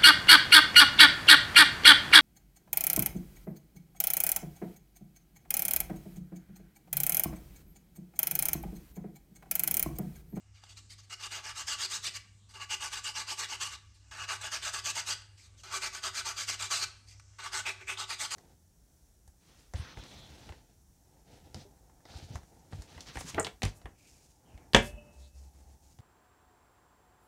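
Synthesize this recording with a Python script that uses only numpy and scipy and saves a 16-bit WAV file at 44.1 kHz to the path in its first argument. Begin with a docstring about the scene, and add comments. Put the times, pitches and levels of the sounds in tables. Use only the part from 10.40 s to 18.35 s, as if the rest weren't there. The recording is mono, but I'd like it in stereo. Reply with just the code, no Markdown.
"""Sanding a wooden leg

A hand rubs sandpaper back and forth over the end of a turned wooden leg in a workshop.
Grit catches the grain in dense tiny clicks that hiss off the paper and ring the wood, with light
brushes and a few taps. The room answers, and mains hum, rumble and a faint hiss lie below."""
import sys
import numpy as np
from scipy import signal
from scipy.fft import rfft, irfft, next_fast_len
from scipy.io import wavfile

SR = 44100
rng = np.random.default_rng(int(sys.argv[2]) if len(sys.argv) > 2 else 0)


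def master(y):
    """Save y as 16-bit WAV."""
    cut = np.clip(np.atleast_2d(y).T, -1, 1)
    pcm = np.round(cut * 32767)  # scale
    wavfile.write(sys.argv[1], SR, pcm.astype(np.int16))


N = 350595

# stereo lean across the spectrum: (frequency [Hz], left over right [dB])
PAN = [(60, 1.5), (240, 8), (950, 2.5), (3770, 4), (15000, -4.5)]


def from_db(db):
    return 10 ** (np.asarray(db) / 20)


def rms_one(x):
    return x / np.sqrt(np.mean(x ** 2) + 1e-20)


def at_hz(points, hz):
    freqs, values = np.transpose(points)
    return np.interp(np.log(hz), np.log(freqs), values)


def pan(left_over_right_db):
    return from_db([[left_over_right_db / 2], [-left_over_right_db / 2]])


def delayed(x, samples):
    return np.concatenate([np.zeros(samples), x])[:N]


def drift(rate_hz):
    """Smooth random wander of rms 1: low-passed noise, drawn at every 20th sample."""
    pole = np.exp(-2 * np.pi * rate_hz * 20 / SR)
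    slow = signal.lfilter([1], [1, -2 * pole, pole ** 2], rng.standard_normal(N // 20 + 4002))[4000:]
    return np.interp(np.arange(N) / 20, np.arange(len(slow)), rms_one(slow))


def resonate(x, hz, width_hz):
    """Two-pole resonance scaled so that white noise keeps its rms."""
    r = np.exp(-np.pi * width_hz / SR)
    gain = np.sqrt((1 - r * r) / 2)
    return signal.lfilter([gain, 0, -gain], [1, -2 * r * np.cos(2 * np.pi * hz / SR), r * r], x)


def stereo_bands(sources, spectrum, flicker_db, flicker_hz):
    """Colours two (mid, side) noise pairs, which take turns feeding flickering third-octave bands."""
    # stereo image: (frequency [Hz], left-right correlation [0..1])
    correlation = [(30, .85), (130, .5), (400, .2), (1700, .75), (3000, .3), (6000, .1)]
    out, power = 0, 0
    edges = 20 * 2 ** (np.arange(30) / 3)
    for k, (low, high) in enumerate(zip(edges, edges[1:])):
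        if high < spectrum[0][0] or low > spectrum[-1][0]:
            continue
        hz = np.sqrt(low * high)
        level = from_db(at_hz(spectrum, hz))
        power += level ** 2 * (high - low) / (SR / 2)
        band = signal.butter(2, [low, high], "band", fs=SR, output="sos")
        mid, side = signal.sosfilt(band, sources[k % 2])
        alike = at_hz(correlation, hz)
        pair = np.sqrt(1 + alike) * mid + np.sqrt(1 - alike) * side * [[1], [-1]]
        out += level * from_db(flicker_db * drift(flicker_hz)) * pan(at_hz(PAN, hz)) * pair
    return out / np.sqrt(2 * power)


def workshop_tone(hum_hz=99.8, hum_db=-63.5, bed_db=-63.5):
    """Wavering mains hum, off to the left, over a bed of rumble and faint hiss."""
    # colour of the bed: (frequency [Hz], relative density [dB])
    bed_spectrum = [(30, -22), (64, -2.5), (130, -19.5), (300, -29), (1700, -40.5), (3700, -35),
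                    (6000, -28), (9300, -36), (10500, -73)]
    phase = 2 * np.pi * hum_hz * np.arange(N) / SR + .5 * drift(1.0)
    hum = np.sqrt(2) * from_db(hum_db + 2.6 * drift(5.4)) * np.sin(phase)
    bed = stereo_bands(rng.standard_normal((2, 2, N)), bed_spectrum, flicker_db=3.5, flicker_hz=2.5)
    return hum * pan(12.5) + from_db(bed_db) * bed


def room(x, t60_s=0.51, wall_cut_hz=8800):
    """Sound bounces between the walls: eight feedback delays a side, duller on every round."""
    size = next_fast_len(N + SR)
    omega = 2 * np.pi * np.arange(size // 2 + 1) / size
    pole = np.exp(-2 * np.pi * wall_cut_hz / SR)
    wall = (1 - pole) / (1 - pole * np.exp(-1j * omega))
    response = np.zeros((2, len(omega)), complex)
    for k, lag in enumerate((rng.uniform(.015, .045, 16) * SR).astype(int)):
        loop = from_db(-60 * lag / SR / t60_s) * wall * np.exp(-1j * omega * lag)
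        response[k % 2] += loop / (1 - loop) * (-1) ** (k // 2)
    return irfft(response * rfft(x.mean(axis=0), size), size)[:, :N]


def near_echoes(x, palm_lag_s=.0006, bench_lag_s=.0023, sway=.3, strength=.6):
    """Bounces off palm and bench wander with the hand and comb the hiss differently on every stroke."""
    for lag_s in (palm_lag_s, bench_lag_s):
        lag = (SR * lag_s * np.exp(sway * drift(4.0))).astype(int)
        echo = x[:, np.maximum(np.arange(N) - lag, 0)]
        x = (x + strength * echo) / np.hypot(1, strength)
    return x


def taps():
    """Paper and fingers tap the wood: one click each, and the dull thud of the fingertip behind it."""
    # taps on the leg: (time [s], click drive [dB], thud peak [dB])
    hits = [(0.237, -43, -47.5), (4.012, -39, -55), (4.819, -47, -75), (6.797, -41.5, -70),
            (7.573, -36, -56)]
    impulses = np.full((2, N), 1e-18)
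    for time_s, *levels_db in hits:
        impulses[:, round(time_s * SR)] = from_db(levels_db)
    clicks, fingertip = impulses
    thuds = resonate(fingertip, hz=820, width_hz=110)
    return clicks, thuds * fingertip.max() / np.abs(thuds).max()


def contact(start, end, slope_db, rise_s, fall_s=0.0058, arch_db=1):
    """Span and envelope of one rub; it swells mid-stroke, where the hand moves fastest."""
    span = slice(max(int((start - .06) * SR), 0), min(int((end + .1) * SR), N))
    t = np.arange(span.start, span.stop) / SR
    gate = 1 / (1 + np.exp((start - t) / rise_s)) / (1 + np.exp((t - end) / fall_s))
    along = np.interp(t, [start, end], [-1, 1])
    return span, gate * from_db(slope_db / 2 * along + arch_db * (.5 - along ** 2))


def hand_pressure(pause_s=.09, firm_db=-32.5, firm_shake_db=-40, wood_follows=0.68):
    """Rubbing strength, and the part that shakes the wood; after a pause the paper lands abruptly."""
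    # sanding strokes: (start [s], end [s], drive [dB], change along the stroke [dB])
    strokes = [(0.696, 0.742, -42, 10.5), (0.79, 0.869, -40, 11.5), (0.916, 1.009, -39, -10.5),
               (1.038, 1.121, -39, -0.5), (1.156, 1.227, -36.5, 2.5), (1.271, 1.351, -29.5, 2),
               (1.388, 1.461, -30, 1), (1.504, 1.577, -31, 3), (1.632, 1.685, -30, 7.5),
               (1.734, 1.77, -36, 10.5), (2.138, 2.18, -49, 8), (2.199, 2.245, -43, 1),
               (2.304, 2.353, -31.5, 2), (2.408, 2.482, -35.5, -1.5), (2.522, 2.596, -35, -5),
               (2.641, 2.708, -34, 1), (2.753, 2.828, -34.5, -5), (2.877, 2.935, -31.5, 2.5),
               (2.977, 3.055, -33, 1.5), (3.091, 3.16, -34, 1), (3.208, 3.298, -34.5, -12.5),
               (3.308, 3.353, -38, 6), (3.711, 3.786, -47.5, 0.5), (3.788, 3.854, -42, -3),
               (3.888, 3.964, -34.5, -8), (4.008, 4.082, -38, 6.5), (4.118, 4.176, -32.5, 2),
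               (4.226, 4.302, -33.5, 0), (4.332, 4.405, -34, -7), (4.449, 4.513, -30, 1),
               (4.556, 4.622, -33, -10.5), (4.667, 4.738, -29.5, 2), (5.234, 5.313, -48, -1),
               (5.315, 5.379, -33.5, 8.5), (5.416, 5.477, -31.5, -1.5), (5.533, 5.593, -39.5, -2),
               (5.634, 5.701, -33, -9), (5.741, 5.812, -33, 8), (5.849, 5.919, -33, 2.5),
               (5.972, 6.04, -31.5, -0.5), (6.08, 6.153, -32, -8.5), (6.195, 6.271, -33.5, -4.5),
               (6.309, 6.421, -31.5, -13), (6.411, 6.44, -30.5, 16.5), (6.985, 7.024, -43, 0),
               (7.028, 7.085, -39, 3.5), (7.127, 7.208, -30.5, -2), (7.259, 7.319, -36.5, -5),
               (7.393, 7.433, -57, 11), (7.481, 7.542, -36, -6), (7.581, 7.643, -34, -3),
               (7.693, 7.754, -33.5, -9), (7.792, 7.861, -30, 4.5), (7.911, 7.966, -32, -9)]
    # bite into the wood as the paper tilts on the end grain: (time [s], shake offset [dB])
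    bite = [(0.75, -2), (0.95, 3), (1.3, -3.5), (1.75, -8.5), (2.2, 1.5), (2.45, -1.5), (3.3, -7),
            (3.75, 0.5), (4.7, -7.5), (5.35, 1), (5.7, -1.5), (6.4, -3.5), (7.15, -1.5), (7.3, -2),
            (7.9, -7)]
    # light brushes of paper or fingers in the pauses: (start [s], end [s], drive [dB], wood share [dB])
    brushes = [(0.144, 0.206, -61.5, -9), (0.22, 0.29, -63.5, -3), (0.291, 0.334, -50, -14),
               (0.37, 0.4, -46, -18), (0.501, 0.541, -44.5, -24), (0.583, 0.611, -50, -14),
               (0.633, 0.657, -59, -26), (2.09, 2.144, -57, -13), (3.546, 3.581, -61.5, -44),
               (4.975, 5.074, -55, -24), (5.176, 5.22, -55, -33), (6.675, 6.746, -55.5, -39)]
    force = np.zeros((2, N))
    last_end = -np.inf
    for start, end, db, slope_db in strokes:
        lands = start - last_end > pause_s
        span, shape = contact(start, end, slope_db, rise_s=.0006 if lands else .0053)
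        shake_db = firm_shake_db + wood_follows * (db - firm_db) + np.interp(start, *np.transpose(bite))
        force[:, span] += shape * from_db([[db], [shake_db]])
        last_end = end
    for start, end, db, share_db in brushes:
        span, shape = contact(start, end, slope_db=-3.5, rise_s=.0035)
        force[:, span] += shape * from_db([[db], [db + share_db]])
    return force * from_db(0.82 * drift(38.0))   # the paper catches and slips unevenly


def grit(per_s, spread_db, streams):
    """Grains catching the wood fibres: dense clicks of uneven size, coming in clumps."""
    shape = (streams, N)
    sizes = from_db(spread_db * np.minimum(rng.exponential(1, shape), 5)) * rng.standard_normal(shape)
    catches = rng.random(shape) < per_s / SR
    return rms_one(sizes * catches) * from_db(drift(57))


def wooden_leg(rubbing, shake, clicks, fingers_db=-81.5):
    """Grit and taps ring the modes of the leg; the holding hand damps some and frees others."""
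    # modes of the leg: (frequency [Hz], width [Hz], then gain under each of six grips [dB])
    modes = [(380.8, 20, -21, -18.5, -18.5, -17, -13, -6), (650, 77, -17.5, -23, -11, -14.5, -16, -8.5),
             (872, 56, -8, -2, -1.5, -6.5, -0.5, 2), (1152, 56, -1, 3.5, 1.5, 0, 4, 0.5),
             (1305, 77, -8, -38, -3.5, -2.5, -2, -2.5), (1496, 42, -13, -6.5, -3, -3, 0.5, 2),
             (1665, 115, -6.5, -3.5, 0, -9.5, -9, 0), (2125, 160, -4, -3.5, -7, -2, 2.5, 6.5),
             (2358, 50, -16, -9, -18, -5.5, -16, 7.5), (2570, 130, -19, -13, -3.5, -10, -12, 9),
             (2844, 58, 1, 5, 1.5, -7.5, -3.5, -19), (3280, 100, -17, -29, -28, -12, -3.5, -18),
             (4734, 230, -10.5, -9.5, -9, -7, -16, -30), (6355, 660, -7.5, -7.5, -5.5, -4, -9.5, -9)]
    # changes of hold: (time [s], grip [0..5])
    grips = [(0, 0), (1.95, 1), (3.6, 2), (5.1, 3), (6.9, 4), (7.24, 5), (7.56, 4)]
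    out = np.zeros((2, N))
    grains = grit(per_s=9000, spread_db=2.0, streams=3)
    fingers = from_db(fingers_db + 4 * drift(6))   # the holding hand never quite rests
    cuts = [round(time_s * SR) for time_s, _ in grips] + [N]
    for k, (hz, width_hz, *grip_db) in enumerate(modes):
        force = shake if hz < 3500 else rubbing   # the thin tip rings with the rubbing itself
        flicker = from_db(2.8 * drift(8))
        push = (force + fingers) * grains[k % 3] * flicker + from_db(9) * clicks
        left = np.concatenate([from_db(grip_db[grip]) * resonate(push[a:b], hz, width_hz)
                               for a, b, (_, grip) in zip(cuts, cuts[1:], grips)])
        right = delayed(left, round(SR / hz * 0.076 * (k % 4)))
        polarity = (-1) ** k   # keeps the skirts of the modes from piling up
        out += polarity * pan(at_hz(PAN, hz)) * [left, right]
    return from_db(-6) * out


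def sandpaper(rubbing, clicks, puff_s=0.003):
    """Grit hisses brightly straight off the paper; a tap adds a short puff."""
    # colour of the hiss: (frequency [Hz], relative density [dB])
    hiss_spectrum = [(120, -20), (600, -17.5), (1200, -13.5), (2000, -2), (4750, 2.5), (8000, -3),
                     (9500, -6), (10300, -33), (13500, -45), (15500, -56)]
    puff = from_db(0.1) * signal.lfilter([1], [1, -np.exp(-1 / (puff_s * SR))], clicks)
    scratch = (rubbing + puff) * grit(per_s=12000, spread_db=2.2, streams=4)
    hiss = stereo_bands(scratch.reshape(2, 2, N), hiss_spectrum, flicker_db=2.5, flicker_hz=9.9)
    return from_db(-5) * hiss


def scene():
    """One hand drives both wood and paper; both feed the room, over the workshop's tone."""
    rubbing, shake = hand_pressure()
    clicks, thuds = taps()
    wood = wooden_leg(rubbing, shake, clicks) + thuds
    hiss = near_echoes(sandpaper(rubbing, clicks))
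    reverb = from_db(-14.5) * room(hiss + from_db(-4) * wood)
    return wood + hiss + reverb + workshop_tone()


def record(dry, treble_hz=7100, treble_share=.9, treble_lag_s=.000193, stop_hz=15700):
    """The right channel takes the left's treble, late and inverted; the top is cut steeply."""
    size = next_fast_len(N + SR // 10)
    left, right = rfft(dry, size)
    hz = np.arange(len(left)) * SR / size
    shared = treble_share / (1 + (treble_hz / (hz + 1)) ** 24)
    late_left = left * np.exp(-2j * np.pi * hz * treble_lag_s)
    right = np.sqrt(1 - shared) * right - np.sqrt(shared) * late_left
    stereo = irfft([left, right], size)[:, :N]
    return signal.sosfilt(signal.cheby2(12, 70, stop_hz, fs=SR, output="sos"), stereo)


dry = scene()
out = record(dry)
master(out)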